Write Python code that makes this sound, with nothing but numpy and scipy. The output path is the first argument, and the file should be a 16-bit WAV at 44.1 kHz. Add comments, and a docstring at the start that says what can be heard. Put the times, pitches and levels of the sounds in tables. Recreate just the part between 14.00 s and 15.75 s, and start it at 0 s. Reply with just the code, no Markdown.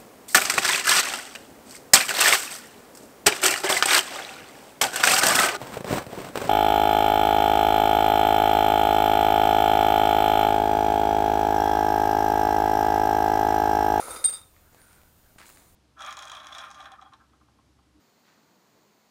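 """Slow steps over rubble

In a derelict brick hall, a sole scrapes through grit and flicks a glass shard, which clinks and
settles. Softer steps crush crumbs of mortar, each a tiny click, and the walls echo them.
A bird chirps thinly outside, over quiet air and a faint electronic whine."""
import sys
import numpy as np
from scipy import signal
from scipy.fft import rfft, irfft
from scipy.io import wavfile
from scipy.ndimage import uniform_filter1d

SR = 44100
rng = np.random.default_rng(int(sys.argv[2]) if len(sys.argv) > 2 else 0)


def inscribe(sig):
    """Save sig as 16-bit PCM at rate SR to the path in sys.argv[1].

    A 1-D sig is mono; a 2-D sig holds one channel per row.
    Samples are clipped to [-1, 1] before scaling.
    """
    pcm = np.round(np.clip(np.atleast_2d(sig).T, -1, 1) * 32767)
    wavfile.write(sys.argv[1], SR, pcm.astype(np.int16))


N = 77175

# A tone table says how strong each pitch is. 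A fade_s is the time to fall by 60 dB.
# tone of the air: pitch_hz, gain_db
AIR_TONE = [(10, -25), (18, 0), (45, -2.5), (95, -2.5), (140, -7), (310, -12.5), (485, -16.5), (718, -15.5),
            (1260, -20.5), (1480, -21), (2200, -25), (7310, -27), (9140, -24.5), (12800, -28.5),
            (13900, -22.5), (16000, -28.5)]
# notes of the whine: pitch_hz, level_db
WHINE_NOTES = [(6857, -80.5), (13714, -70.5)]
# how hard the scraping sole presses: time_s, gain_db
SCRAPE_PRESSURE = [(0, 1.5), (.05, -3), (.11, 0.5), (.17, -2.5), (.21, -5), (.235, -10.5), (.25, -6.5),
                   (.3, -14.5), (.36, -13.5), (.4, -17.5), (0.451, -26), (.54, -40)]
# tone of the scrape: pitch_hz, gain_db
SCRAPE_TONE = [(100, -31), (200, -18.5), (330, -4), (520, -5), (750, -4), (1050, -5), (1350, 1),
               (1700, -14.5), (2200, -9), (3100, -22), (3800, -14), (5600, -16.5), (7000, -11.5),
               (7800, -17.5), (9000, -5), (10000, -2.5), (10700, -14), (12200, -16), (13700, -16),
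               (16000, -24)]
# hollow rings of the rubble: pitch_hz, half_width_hz, gain_db
RUBBLE_RINGS = [(514.3, 40, -51), (1282.5, 46, -47)]
# the shard striking the floor and crumbs breaking: start_s, low_db, middle_db, high_db, top_db
SHARP_CLICKS = [(0.083, -30.5, -66, -43, -49), (.16, -62, -34.5, -46, -60), (.242, -61, -29, -16.5, -33),
                (.247, -63, -29.5, -18, -41), (0.29, -43, -30.5, -31, -52), (0.328, -42, -47, -47, -59),
                (0.565, -75, -45, -57, -65), (.7465, -44, -50, -44, -50), (.817, -60, -45, -42, -53),
                (.9305, -51, -42.5, -44, -51), (1.0165, -62, -45, -56, -66),
                (1.034, -50, -46.5, -50.5, -59.5), (1.384, -66, -38, -42, -62),
                (1.3866, -48.5, -35, -40.5, -50), (1.3897, -60, -45, -38, -58),
                (1.3996, -71, -41, -39.5, -55.5), (1.4055, -39, -35, -53, -64),
                (1.4163, -71, -36, -50, -60), (1.429, -56, -43, -54, -64), (1.4574, -54, -39, -46, -58),
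                (1.492, -65, -37.5, -46, -27), (1.5001, -70, -38, -46, -28), (1.5613, -45, -43, -44.5, -40),
                (1.573, -65, -39.5, -48, -56), (1.584, -53, -49, -49, -50)]
# tones of a sharp click's low, middle, high and top parts, one list each: pitch_hz, gain_db
CLICK_TONES = [
    [(80, -13), (250, -4.5), (700, 0.5), (1200, -5.5), (3000, -34)],
    [(400, -23), (1400, 2.5), (2800, -3.5), (4200, -14.5), (6500, -15), (12000, -31.5)],
    [(2000, -26), (4000, 8), (5500, -7), (7000, 3.5), (10000, 1), (13500, -25)],
    [(7000, -35), (11500, -8), (15000, 1.5)],
]
# notes the glass rings at: pitch_hz, gain_db, fade_s
GLASS_NOTES = [(8733, 0, .36), (8500, -13, .26), (8552, -13, .26), (8902, -20, .18), (8398, -28, .22),
               (3704, -1, .33), (3618, -5, .28), (4872, -6.5, .23), (9250, -32, .15), (11020, -38, .15),
               (13290, -35, .2), (14720, -36, .25)]
# hits on the glass: start_s, high_db, middle_db, low_db, free_ring_s, chatter_s, first_note_extra_db
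CLINKS = [(.105, -21, -54, -43.5, 0.011, 0.03, -24), (.162, -34, -42, -47.5, 0.015, .043, -27),
          (.2424, -12, -33, -33.5, 0.018, .045, 2), (.289, -27.5, -44, -41, 0.038, 0.019, -1),
          (.326, -40, -36, -45.5, 0.0044, 0.01, -10), (.3368, -18, -40, -45.5, .011, 0.047, -18),
          (.372, -35, -51, -47, 0.0013, 0.021, -13), (.413, -45, -66, -52.5, 0.0015, 0.021, -2)]
# weight landing on the floor: start_s, length_s, level_db
THUDS = [(0.105, .026, -50.5), (0.256, 0.028, -50)]
# mortar being crushed: start_s, rise_s, hold_s, fade_s, low_db, middle_db, high_db
CRUNCHES = [(0.157, 0.0024, 0.003, 0.088, -55, -46, -50), (.251, 0.0024, 0.0053, 0.12, -58, -52, -40),
            (0.294, 0.0013, 0.0034, 0.099, -56, -47.5, -42), (0.324, 0.0029, 0.01, 0.23, -66, -53.5, -47),
            (1.464, .001, .004, 0.025, -72, -66, -51.5), (0.526, 0.013, 0.078, 0.67, -68.5, -68.5, -71),
            (0.718, .011, 0.036, 0.38, -64.5, -67, -67.5), (0.763, .021, .2, 0.6, -69.5, -66.5, -67.5),
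            (1.244, 0.022, 0.059, 0.18, -73, -75, -82.5), (1.389, 0.0043, 0.034, 0.29, -65.5, -54, -60),
            (1.447, 0.014, 0.054, .51, -64.5, -61.5, -56), (1.564, 0.0091, 0.018, 1, -64, -65.5, -61.5)]
# tones of the low, middle and high grit: pitch_hz, gain_db
GRIT_LOW_TONE = [(80, -18.5), (250, 0), (700, -3), (1200, -11), (3000, -43.5)]
GRIT_MIDDLE_TONE = [(400, -20), (1000, 2.5), (1550, -2), (2200, 0), (3000, -9), (4300, -7), (6000, -16),
                    (12000, -52)]
GRIT_HIGH_TONE = [(1500, -30.5), (4000, 3), (5500, -3), (7000, 6.5), (9700, 6), (12000, -2), (16000, 0)]
# twists of the sole: start_s, length_s, pitch_hz, gain_db
GRINDS = [(0.623, .11, 1468, -67), (0.765, 0.063, 1566, -59), (0.801, .21, 1463, -65.5),
          (1.015, 0.1, 1455, -72), (1.237, .055, 1570, -65), (1.285, .045, 1500, -61.5),
          (1.41, 0.034, 1670, -46)]
# the bird's glides, one list per chirp: time_s, pitch_hz, level_db
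CHIRPS = [
    [(.79, 8620, -74), (.805, 8900, -60), (.819, 9600, -55), (.829, 9500, -57), (.841, 9250, -60),
     (.855, 9000, -65), (.867, 8650, -66), (.888, 9070, -62.5), (.917, 9050, -62), (.98, 8650, -67)],
    [(1.535, 10500, -64), (1.548, 10000, -63), (1.565, 9200, -63)],
    [(1.672, 9100, -68.5), (1.69, 9180, -65), (1.712, 9000, -66), (1.735, 8950, -74)],
]
# the heel touching down: start_s, gain_db
HEEL_TAPS = [(1.361, -44), (1.371, -53)]
# notes in a heel tap: pitch_hz, gain_db, fade_s
HEEL_NOTES = [(175, -2, 0.021), (336, -4.5, 0.013), (630, -5, 0.0084)]


def undb(db):
    """Turn decibels into a number to multiply by."""
    return 10 ** (np.asarray(db) / 20)


def unit(x):
    """Scale a signal to an average strength (rms) of 1."""
    return x / np.sqrt(np.mean(x ** 2))


def clock():
    """The time of each sample, in seconds."""
    return np.arange(N) / SR


def shape_tone(x, tone):
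    """Filter a sound so that its pitches follow a tone table."""
    hz, db = np.array(tone).T
    all_hz = np.maximum(np.arange(N + 1) * SR / (2 * N), 1)
    gain = undb(np.interp(np.log(all_hz), np.log(hz), db))
    # fold the filter so that it rings only after a click, never before
    folded = irfft(np.log(gain))
    folded[1:N] *= 2
    folded[N + 1:] = 0
    return irfft(rfft(x, 2 * N) * np.exp(rfft(folded)))[:N]


def resonate(x, hz, width_hz):
    """Make a sound ring around one pitch."""
    return signal.lfilter(*signal.iirpeak(hz, hz / width_hz, fs=SR), x)


def narrow_band(x, hz, width_hz):
    """Ring twice at one pitch, then scale to strength 1."""
    return unit(resonate(resonate(x, hz, width_hz), hz, width_hz))


def wobble(rate_hz):
    """A smooth random wander of strength 1."""
    return unit(signal.sosfilt(signal.butter(2, rate_hz, fs=SR, output="sos"), rng.standard_normal(N)))


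def grains(per_s=9000, scatter_db=3):
    """Grit breaks in many tiny clicks, a few much louder than the rest."""
    size = undb(scatter_db * np.minimum(rng.exponential(size=N), 5))
    return (rng.random(N) < per_s / SR) * size * rng.choice([-1, 1], N)


def background():
    """Quiet air hisses over a far rumble."""
    air = undb(-60 + .5 * wobble(3.02)) * unit(shape_tone(rng.standard_normal(N), AIR_TONE))
    rumble = narrow_band(rng.standard_normal(N), hz=72.7, width_hz=14.45)
    return air + undb(-69) * rumble


def whine():
    """The camera's electronics give off two thin, steady notes."""
    return sum(np.sqrt(2) * undb(db) * np.sin(2 * np.pi * hz * clock()) for hz, db in WHINE_NOTES)


def scrape(grit_db=-39.5, glass_db=-52):
    """Grit rolls under the sole, ringing the rubble and rubbing the shard."""
    out = undb(grit_db) * unit(shape_tone(grains(), SCRAPE_TONE))
    for hz, half_width, db in RUBBLE_RINGS:
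        out += undb(db) * narrow_band(grains(), hz, 2 * half_width)
    rub = grains()
    glass = sum(resonate(rub, hz, width_hz=36) for hz, _, _ in GLASS_NOTES)
    pressure = undb(np.interp(clock(), *np.array(SCRAPE_PRESSURE).T))
    return (out + undb(glass_db) * unit(glass)) * pressure


def hall_echo(x, low_fade_s=.36, high_fade_s=.26, delay_s=.023):
    """The brick walls throw back a blur of echoes; the high pitches die first."""
    t, noise = clock(), rng.standard_normal(N)
    low = signal.sosfilt(signal.butter(2, 3000, fs=SR, output="sos"), noise)
    tail = low * undb(-60 * t / low_fade_s) + (noise - low) * undb(-60 * t / high_fade_s)
    tail *= t > delay_s
    return signal.fftconvolve(x, tail / np.sqrt(np.sum(tail ** 2)))[:N]


def sharp_clicks(noise_gain=.11, decay_s=.0014):
    """The shard strikes the floor and crumbs break: each is a sharp click with a tiny tail of noise."""
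    t, out = clock(), np.zeros(N)
    for part, tone in enumerate(CLICK_TONES):
        clicks = np.zeros(N)
        for start, *part_db in SHARP_CLICKS:
            burst = noise_gain * rng.standard_normal(N) * np.exp(-t / decay_s)
            burst[0] = 1  # the click itself
            i = int(start * SR)
            clicks[i:] += undb(part_db[part]) * burst[:N - i] / np.sqrt(np.sum(burst ** 2))
        click_peak = np.abs(shape_tone(signal.unit_impulse(N), tone)).max()
        out += shape_tone(clicks, tone) / click_peak
    return out


def glass_shard(rise_s=.002, stop_s=.004, muffle_s=.0043, press_s=.006):
    """Hit glass rings until the sole muffles its high notes; lower ones chatter until pressed still."""
    t, out = clock(), np.zeros(N)
    ends = [row[0] for row in CLINKS[1:]] + [t[-1]]  # each hit stops the one before
    still_ringing = undb(-14)
    for (start, high_db, middle_db, low_db, free_s, chatter_s, first_db), end in zip(CLINKS, ends):
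        age = np.maximum(t - start, 0)
        on_off = (1 - np.exp(-age / rise_s)) * np.exp(-np.maximum(t - end, 0) / stop_s)
        free = np.exp(-np.maximum(age - free_s, 0) / muffle_s)
        high = undb(high_db) * (still_ringing + (1 - still_ringing) * free)
        chatter = undb(2.5 * wobble(55)) * np.exp(-np.maximum(age - chatter_s, 0) / press_s)
        for k, (hz, db, fade_s) in enumerate(GLASS_NOTES):
            waver = 1 + .16 * (wobble(73.6) + 1j * wobble(73.5))  # in loudness and pitch
            ring = (np.exp(2j * np.pi * hz * age) * waver).imag
            size = undb(db + first_db * (k == 0) - 60 * age / fade_s)
            contact = high if hz > 6000 else chatter * undb(middle_db if hz > 4300 else low_db)
            out += ring * size * on_off * contact
    return out


def thuds(pitch_hz=76):
    """The walker's weight lands on the floor: a few soft, deep swings."""
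    out = np.zeros(N)
    for start, length, db in THUDS:
        age = np.clip(clock() - start, 0, length)
        out += undb(db) * np.sin(np.pi * age / length) * np.sin(2 * np.pi * pitch_hz * age)
    return out


def crunches():
    """Weight comes onto the mortar crumbs, stays and eases off."""
    t, out = clock(), np.zeros(N)
    for part, tone in enumerate([GRIT_LOW_TONE, GRIT_MIDDLE_TONE, GRIT_HIGH_TONE]):
        power = np.zeros(N)
        for start, rise, hold, fade_s, *part_db in CRUNCHES:
            press = np.clip((t - start) / rise, 0, 1)
            drop_db = 60 * np.maximum(t - start - rise - hold, 0) / fade_s
            power += (press * undb(part_db[part] - drop_db)) ** 2
        out += np.sqrt(power) * unit(shape_tone(grains(per_s=3000, scatter_db=2), tone))
    return out


def grinds(ramp_s=.034):
    """The sole twists on the concrete; its tiny rubbing clicks ring around one pitch."""
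    t, out = clock(), np.zeros(N)
    for start, length, hz, db in GRINDS:
        press = np.clip(np.minimum(t - start, start + length - t) / ramp_s, 0, 1)
        out += undb(db) * press * narrow_band(grains(), hz, width_hz=235)
    return out


def bird(upper_ratio=1.11, upper_db=-9):
    """A bird sings thin, gliding whistles with a weaker second voice above."""
    t, out = clock(), np.zeros(N)
    for chirp in CHIRPS:
        times, hz, db = np.array(chirp).T
        pitch = uniform_filter1d(np.interp(t, times, hz), size=300) * (1 + .0028 * wobble(200))
        phase = 2 * np.pi * np.cumsum(pitch) / SR
        singing = (t > times[0]) * (t < times[-1])
        loudness = uniform_filter1d(undb(np.interp(t, times, db)) * singing, size=300)
        voices = np.sin(phase) + undb(upper_db) * np.sin(upper_ratio * phase)
        out += loudness * (1 + .16 * wobble(90)) * voices
    return out


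def heel_taps():
    """The heel hits the concrete with dull notes that die quickly."""
    out = np.zeros(N)
    for start, tap_db in HEEL_TAPS:
        age = np.maximum(clock() - start, 0)
        for hz, db, fade_s in HEEL_NOTES:
            out += undb(tap_db + db - 60 * age / fade_s) * np.sin(2 * np.pi * hz * age)
    return out


def scene():
    """Feet and glass close by, the hall around them and the bird outside."""
    feet = scrape() + grinds() + crunches() + sharp_clicks() + heel_taps() + thuds()
    glass = glass_shard()
    echo = hall_echo(undb(-15) * feet + undb(-14) * glass)
    return (feet + glass + echo + bird() + background())[None]


def record(dry):
    """Add the whine and cut off the very highest pitches."""
    top_hz = 15750
    return signal.sosfilt(signal.ellip(10, .2, 80, top_hz, fs=SR, output="sos"), dry + whine())


dry = scene()
out = record(dry)
inscribe(out)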